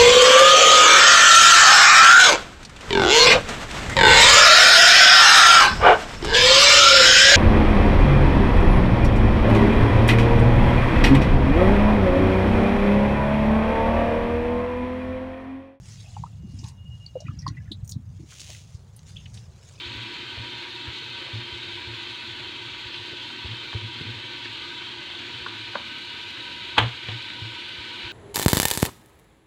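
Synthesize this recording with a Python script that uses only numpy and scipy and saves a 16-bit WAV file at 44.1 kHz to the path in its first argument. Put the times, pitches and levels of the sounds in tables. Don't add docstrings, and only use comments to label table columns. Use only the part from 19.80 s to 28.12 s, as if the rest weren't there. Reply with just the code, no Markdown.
import sys
import numpy as np
from scipy import signal
from scipy.fft import rfft, irfft, next_fast_len
from scipy.io import wavfile
from scipy.ndimage import uniform_filter1d, minimum_filter1d, map_coordinates

SR = 44100
rng = np.random.default_rng(int(sys.argv[2]) if len(sys.argv) > 2 else 0)


def store_wav(level_fs):
    pcm = np.round(np.clip(np.atleast_2d(level_fs), -1, 1) * 32767)
    wavfile.write(sys.argv[1], SR, pcm.T.astype(np.int16))


N = 366912
TIME = np.arange(N) / SR


def undb(db):
    return 10 ** (np.asarray(db) / 20)


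def unit(x):
    return x / np.sqrt(np.mean(x ** 2))


def add(out, start_s, x):
    i = int(start_s * SR)
    out[i:i + len(x)] += x[:N - i]


def along(points, hz):
    point_hz, value = np.transpose(points)
    return np.interp(np.log(hz + 1), np.log(point_hz), value)


def noise(gain):
    size = next_fast_len(N, real=True)
    hz = np.arange(size // 2 + 1) * SR / size
    return unit(irfft(rfft(rng.standard_normal(size)) * gain(hz), size)[:N])


def wobble(rate_hz):
    return noise(lambda hz: 1 / (1 + (hz / rate_hz) ** 2) ** 2)


def band(x, low_hz, high_hz, order=2):
    edges = [low_hz, min(high_hz, SR / 2 - 1)]
    return signal.sosfilt(signal.butter(order, edges, "band", fs=SR, output="sos"), x)


def colour(x, points, size=1024):
    hz = np.arange(size // 2 + 1) * SR / size
    cepstrum = irfft(np.log(undb(along(points, hz))))
    cepstrum[1:size // 2] *= 2
    cepstrum[size // 2 + 1:] = 0
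    response = irfft(np.exp(rfft(cepstrum)))
    return signal.fftconvolve(x, response / np.linalg.norm(response))[:N]


def swell(t, peak_s):
    return t / peak_s * np.exp(1 - t / peak_s)


def crackle(fade_s):
    t = TIME[:SR // 10]
    return np.sign(rng.standard_normal(len(t))) * np.exp(-t / fade_s)


def shimmer(x, depth_db=2.2, width_hz=60, hold_s=0.13, size=2048):
    hz, t, bands = signal.stft(x, SR, nperseg=size)
    places = np.meshgrid(hz / width_hz, t / hold_s, indexing="ij")
    levels = map_coordinates(rng.standard_normal(bands.shape), places, order=2, mode="mirror")
    return unit(signal.istft(bands * undb(depth_db * levels), SR)[1][:N])


def resonance(hz, centre_hz, width_hz):
    detune = (centre_hz ** 2 - hz ** 2) / ((hz + 1) * width_hz)
    return 1 / (1 + (np.sqrt(2) - 1) * detune ** 2)


# pitch in Hz, width in Hz, level in dB up close,
# level in dB once the phone has drawn back.
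HOLLOW_TONES = [(113, 19, -57, -71), (309, 47, -57.5, -56), (349, 21, -51, -56), (881, 63, -59.5, -62),
                (960, 29, -52.3, -51.5), (1150, 25, -63, -72), (1268, 35, -66, -60),
                (1518, 50, -51.5, -48.5), (1616, 30, -58, -61), (1808, 27, -60, -64),
                (2045, 35, -57.5, -54.5), (2385, 70, -62, -51), (2605, 84, -49.5, -50),
                (2920, 70, -52.5, -46.5), (3590, 70, -54, -54), (3720, 50, -58, -54), (3825, 40, -53, -60),
                (3985, 60, -62, -52), (4240, 70, -54, -60), (4490, 70, -59, -64)]


def hollow_tones(far):
    centres, widths, close_db, far_db = np.transpose(HOLLOW_TONES)

    def tones(levels):
        def gain(hz):
            peaks = [level * unit(resonance(hz, centre, width))
                     for centre, width, level in zip(centres, widths, levels)]
            return np.linalg.norm(peaks, axis=0)
        return noise(gain) * np.linalg.norm(levels)

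    return np.sqrt(1 - far) * tones(undb(close_db)) + np.sqrt(far) * tones(undb(far_db))


# pitch in Hz, level in dB up close, level in dB from farther back.
JET_WHISTLES = [(3128, -48.2, -52), (3408, -52, -56)]


def whistles(far, wander_hz=14, chirp_db=6, chirps_per_s=15):
    out = np.zeros(N)
    for centre_hz, close_db, far_db in JET_WHISTLES:
        hz = centre_hz + wander_hz * wobble(16.1)
        chirps = undb(chirp_db * np.minimum(wobble(chirps_per_s), 1))
        tone = unit(chirps * np.sin(2 * np.pi * np.cumsum(hz) / SR))
        out += tone * undb((1 - far) * close_db + far * far_db)
    return out


# frequency in Hz, relative level in dB.
JET_COLOUR = [(1500, -63), (2200, -24), (2750, -1), (3100, 3), (3750, 2), (4100, 0), (4350, -2.5),
              (4800, -10.5), (5500, -18.5), (6800, -20.5), (8400, -27), (10000, -35.9), (12500, -39.6),
              (15500, -43.6)]
# frequency in Hz, relative level in dB.
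FLAME_COLOUR = [(25, -30), (45, -10), (70, -3), (120, 5), (170, -9.5), (240, -1), (400, -6.6), (520, -8.4),
                (660, -14), (800, -13.3), (1200, -7), (1800, -4.5), (2400, 4)]


def burner(jet_db=-39.5, roar_db=-42.5, roar_top_hz=2700, sizzle_db=-72, draw_back_s=5.84, move_s=0.16):
    jet = shimmer(noise(lambda hz: undb(along(JET_COLOUR, hz))))
    jet *= undb(jet_db + 0.8 * wobble(51))
    roar = shimmer(noise(lambda hz: undb(along(FLAME_COLOUR, hz)) / (1 + (hz / roar_top_hz) ** 10)))
    roar *= undb(roar_db + 1.05 * wobble(32))
    far = (1 + np.tanh((TIME - draw_back_s) / move_s)) / 2
    tones = hollow_tones(far) + whistles(far)
    sizzle = undb(sizzle_db) * far * unit(band(rng.standard_normal(N), 6000, 10500))
    return jet + roar + tones + sizzle


# frequency in Hz, seconds to fade by 60 dB.
ECHO_TIMES = [(150, 0.2), (800, 0.25), (2500, 0.26), (4000, 0.2), (12000, 0.35)]


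def kitchen(x, build_s=0.00078):
    t, tail = TIME[:SR // 2], 0
    edges = np.geomspace(100, 16000, 9)
    for low_hz, high_hz in zip(edges, edges[1:]):
        echo_s = along(ECHO_TIMES, np.sqrt(low_hz * high_hz))
        fade = np.exp(-np.log(1000) * t / echo_s)
        tail += band(rng.standard_normal(len(t)), low_hz, high_hz) * fade
    tail *= 1 - np.exp(-(t / build_s) ** 2)
    return signal.fftconvolve(x, tail / np.linalg.norm(tail))[:N]


# frequency in Hz, relative level in dB.
WALL_COLOUR = [(100, -12), (250, 1), (550, -1), (760, 4), (1050, 3), (1400, 2), (1900, 0.5), (2500, -1),
               (3300, 4.5), (4100, -8), (5200, -28), (7000, -27), (10000, -42), (15000, -50)]


def slap_echoes(echo_db=14.8, delay_s=0.0062):
    blows = np.zeros(N)
    for start_s, db in HAND_SLAPS:
        add(blows, start_s + delay_s, undb([db + echo_db]))
    return kitchen(colour(blows, WALL_COLOUR))


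# start in seconds, level in dB.
SKIN_PEELS = [(.160, -55), (.465, -58), (1.420, -56), (2.170, -56), (3.16, -58), (4.305, -57), (6.184, -57),
              (6.508, -54), (7.889, -53), (8.195, -55)]


def peels(fade_s=0.003, faint_count=10, faint_db=-61):
    out = np.zeros(N)
    faint = [(start_s, faint_db) for start_s in TIME[-1] * rng.random(faint_count)]
    for start_s, db in list(SKIN_PEELS) + faint:
        add(out, start_s, undb(db) * band(crackle(fade_s), 2000, 15000))
    return out


# loudest moment in seconds, level in dB, half the length in seconds,
# lowest and highest frequency in Hz.
SKIN_RUBS = [(1.47, -51, .04, 460, 900), (3.135, -40.5, .04, 2400, 4500), (3.66, -43, .03, 2400, 4400),
             (4.648, -39, 0.028, 1400, 4300), (5.07, -46, .05, 1000, 3400), (5.33, -54, .11, 450, 1300),
             (5.947, -42, .006, 600, 1700), (5.972, -39, 0.011, 540, 1400), (6.577, -39, 0.018, 1100, 2700),
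             (7.32, -41, 0.1, 1700, 4200), (7.492, -42, 0.027, 1300, 3800),
             (8.235, -39.5, 0.035, 1700, 4200), (8.22, -56, 0.11, 450, 1090)]


def rubs(grain_db=4):
    out = np.zeros(N)
    slips = undb(grain_db * wobble(160)) * rng.standard_normal(N)
    for peak_s, db, half_s, low_hz, high_hz in SKIN_RUBS:
        stroke = np.exp(-((TIME - peak_s) / half_s) ** 2)
        out += undb(db) * stroke * unit(band(slips, low_hz, high_hz, order=4))
    return out


# start in seconds, level in dB, seconds to swell, pitch in Hz.
DOUGH_TOSS = (5.64, -47, 0.17, 108.5)


def toss():
    out, t = np.zeros(N), TIME[:SR // 2]
    start_s, db, swell_s, hz = DOUGH_TOSS
    envelope = swell(t, swell_s) * (1 - (t / t[-1]) ** 2)
    add(out, start_s, undb(db) * envelope * np.sin(2 * np.pi * hz * t))
    return out


# start in seconds, thump level in dB, thump pitch in Hz (higher for a
# quicker push), boom level in dB, seconds the hand bears down.
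DOUGH_PUSHES = [(0.052, -35, 78, -41, .075), (0.149, -34, 78, -38.5, 0.07), (0.57, -29.5, 78, -35, 0.058),
                (1.071, -30.5, 84, -47, 0.028), (1.53, -32, 99, -30, 0.055), (1.719, -35, 84, -48, 0.058),
                (2.068, -35, 88.5, -38.5, .055), (3.05, -38, 80, -46, 0.049), (3.189, -41, 108, -52, .04),
                (3.321, -40, 125, -52, .03), (3.642, -30, 78.5, -52, 0.02), (3.675, -44, 100, -33, .06),
                (3.945, -21.5, 94, -27, .018), (4.012, -39, 112, -29.5, 0.045), (4.208, -28, 136, -47, .02),
                (4.25, -39, 110, -32, .055), (4.345, -47, 105, -38, .03), (6.983, -21, 84, -18.3, 0.078),
                (7.283, -27, 116, -31.5, 0.075), (7.615, -30.5, 106, -32, .055),
                (7.978, -39.5, 77, -46, .05), (8.227, -39.5, 66.4, -47, .05)]


def pushes(boom_hz=101.3, top_hz=120, rise_hz_per_s=220, attack_s=0.018, release_s=0.022, squash_db=-18):
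    low_tones, load, t = toss(), np.zeros(N), TIME[:SR // 2]
    pitch_hz = np.minimum(boom_hz + rise_hz_per_s * t, top_hz)
    boom = np.sin(2 * np.pi * np.cumsum(pitch_hz) / SR)
    for start_s, thump_db, thump_hz, boom_db, hold_s in DOUGH_PUSHES:
        thump = swell(t, 0.69 / thump_hz) ** 1.7 * np.sin(2 * np.pi * thump_hz * t)
        press = 1 - np.exp(-(t / attack_s) ** 2)
        let_go = np.exp(-np.maximum(t - hold_s, 0) / release_s)
        weight = undb(boom_db) * press * let_go
        add(low_tones, start_s, undb(thump_db) * thump + weight * boom)
        add(load, start_s, weight)
    uneven = undb(0.8 * wobble(18))
    squash = undb(squash_db) * load * unit(band(rng.standard_normal(N), 60, 280))
    return low_tones * uneven + squash


def pop(hz, fade_s=0.0069, spread=1.55, skin_db=-17):
    contact = crackle(fade_s)
    pocket = unit(band(contact, hz / spread, hz * spread, order=4))
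    smack = unit(band(contact, 2300, 3400, order=4))
    return contact.std() * (pocket + undb(skin_db) * smack)


def trapped_air(pop_hz=308, pop_db=-12.5, db_per_octave=10):
    out = np.zeros(N)
    for start_s, thump_db, thump_hz, _, _ in DOUGH_PUSHES:
        quickness_db = db_per_octave * np.log2(thump_hz / 100)
        add(out, start_s, undb(thump_db + pop_db + quickness_db) * pop(pop_hz))
    return out


# start in seconds, relative level in dB, pitch in Hz,
# spread (the top of the pop's band divided by its pitch).
PALM_PATS = [(0.572, -42, 600, 1.3), (1.069, -37, 1490, 1.2), (3.331, -38, 380, 1.53),
             (3.655, -42.5, 660, 1.4), (3.929, -31.5, 1100, 1.8), (4.248, -34, 250, 1.4),
             (5.662, -24, 1130, 1.42), (5.9535, -23, 950, 2.7), (6.9668, -30, 1080, 1.35),
             (6.9735, -24, 1900, 1.8), (6.9765, -16, 930, 1.45), (7.284, -43, 1010, 1.9)]


def pats(fade_s=0.0046, flesh_db=-15, flesh_hz=290):
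    out = np.zeros(N)
    for start_s, db, hz, spread in PALM_PATS:
        smack = pop(hz, fade_s, spread)
        add(out, start_s, undb(db) * (smack + undb(flesh_db) * pop(flesh_hz)))
    return out


# pitch in Hz, relative level in dB, seconds to swell.
CUPPED_AIR = [(595, -10, .0022), (770, -1.5, .0015), (970, 0.5, .0017), (1250, -4, .0012),
              (1510, -2, .0013)]


def catch(start_s=5.9538, catch_db=-20):
    out, t = np.zeros(N), TIME[:SR // 10]
    for hz, db, swell_s in CUPPED_AIR:
        add(out, start_s, undb(catch_db + db) * swell(t, swell_s) * np.sin(2 * np.pi * hz * t))
    return out


# pitch in Hz, relative level in dB, seconds to fade by 60 dB.
PLATE_NOTES = [(476, 3, .22), (742, 7, .15), (785, -2, .2), (833, -2, .22), (880, -1, .22), (1008, 6, .1),
               (1031, -2, .22), (1168, -1.5, .22), (1255, -3, .22), (1482, -6, .2), (1595, 2, .22),
               (2110, -5, .22), (2290, -6, .17), (2441, 0, .2), (2630, -1, .18), (2710, -3, .16),
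               (2860, -2, .15), (3010, 0, .18), (3095, 1, .15), (3235, 1, .12), (3411, -1, .15)]


def plate_ring(ring_db=-29, build_s=0.0013):
    out, t = np.zeros(N), TIME[:SR // 2]
    power = sum(undb(db) ** 2 * (t >= delay_s) * np.exp(-np.abs(t - delay_s) / build_s)
                for delay_s, db in HAND_PARTS) / (build_s * SR)
    for hz, note_db, ring_s in PLATE_NOTES:
        kept_per_sample = np.exp(-2 * np.log(1000) / (ring_s * SR))
        energy = signal.lfilter([1], [1, -kept_per_sample], power + 1e-18)
        for start_s, db in HAND_SLAPS:
            tone = np.sin(2 * np.pi * (hz * t + rng.random()))
            add(out, start_s, undb(ring_db + db + note_db) * np.sqrt(energy) * tone)
    return out


# start in seconds, relative level in dB.
HAND_SLAPS = [(6.9806, -1.3), (7.285, -27.5)]
# delay in seconds, relative level in dB.
HAND_PARTS = [(0, -5), (.0015, -2), (.0044, -3), (.0082, -3.8)]
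# frequency in Hz, relative level in dB.
CRACK_COLOUR = [(100, -9), (230, -4), (470, 2), (610, -9), (740, 4.5), (1050, 4), (1330, -2), (1900, -3.5),
                (2600, 0), (3200, 2.5), (3900, -6), (4450, -11), (5200, -29), (6800, -24), (10000, -39),
                (15000, -49)]


def slaps(fade_s=0.0026, puff_db=-31, puff_hz=52, puff_swell_s=0.02):
    cracks, puffs, t = np.zeros(N), np.zeros(N), TIME[:SR // 4]
    puff = swell(t, puff_swell_s) * np.sin(2 * np.pi * puff_hz * t)
    for start_s, db in HAND_SLAPS:
        for delay_s, part_db in HAND_PARTS:
            add(cracks, start_s + delay_s, undb(db + part_db) * crackle(fade_s))
        add(puffs, start_s, undb(db + puff_db) * puff)
    return colour(cracks, CRACK_COLOUR) + puffs


def scene(room_db=-9):
    palms = pats() + trapped_air() + catch()
    echoes = kitchen(undb(room_db) * palms) + slap_echoes()
    return (palms + echoes + pushes() + slaps() + plate_ring() + rubs() + peels() + burner())[None]


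def record(dry, low_cut_hz=48, threshold_db=-19, release_s=0.11, squeeze=0.29, ceiling=0.94, top_hz=15500):
    x = signal.sosfilt(signal.butter(4, low_cut_hz, "high", fs=SR, output="sos"), dry)
    window = SR // 200
    loudness = np.sqrt(np.abs(signal.lfilter(np.ones(window) / window, 1, x[0] ** 2)))
    excess = np.log(np.maximum(loudness / undb(threshold_db), 1))
    held = np.maximum.accumulate(excess * np.exp(TIME / release_s)) * np.exp(-TIME / release_s)
    ducked = x * np.exp(-squeeze * held)
    safe_gain = ceiling / np.maximum(np.abs(ducked), ceiling)
    limited = ducked * uniform_filter1d(minimum_filter1d(safe_gain, size=45), size=45)
    return signal.sosfilt(signal.ellip(10, .2, 70, top_hz, fs=SR, output="sos"), limited)


dry = scene()
out = record(dry)
store_wav(out)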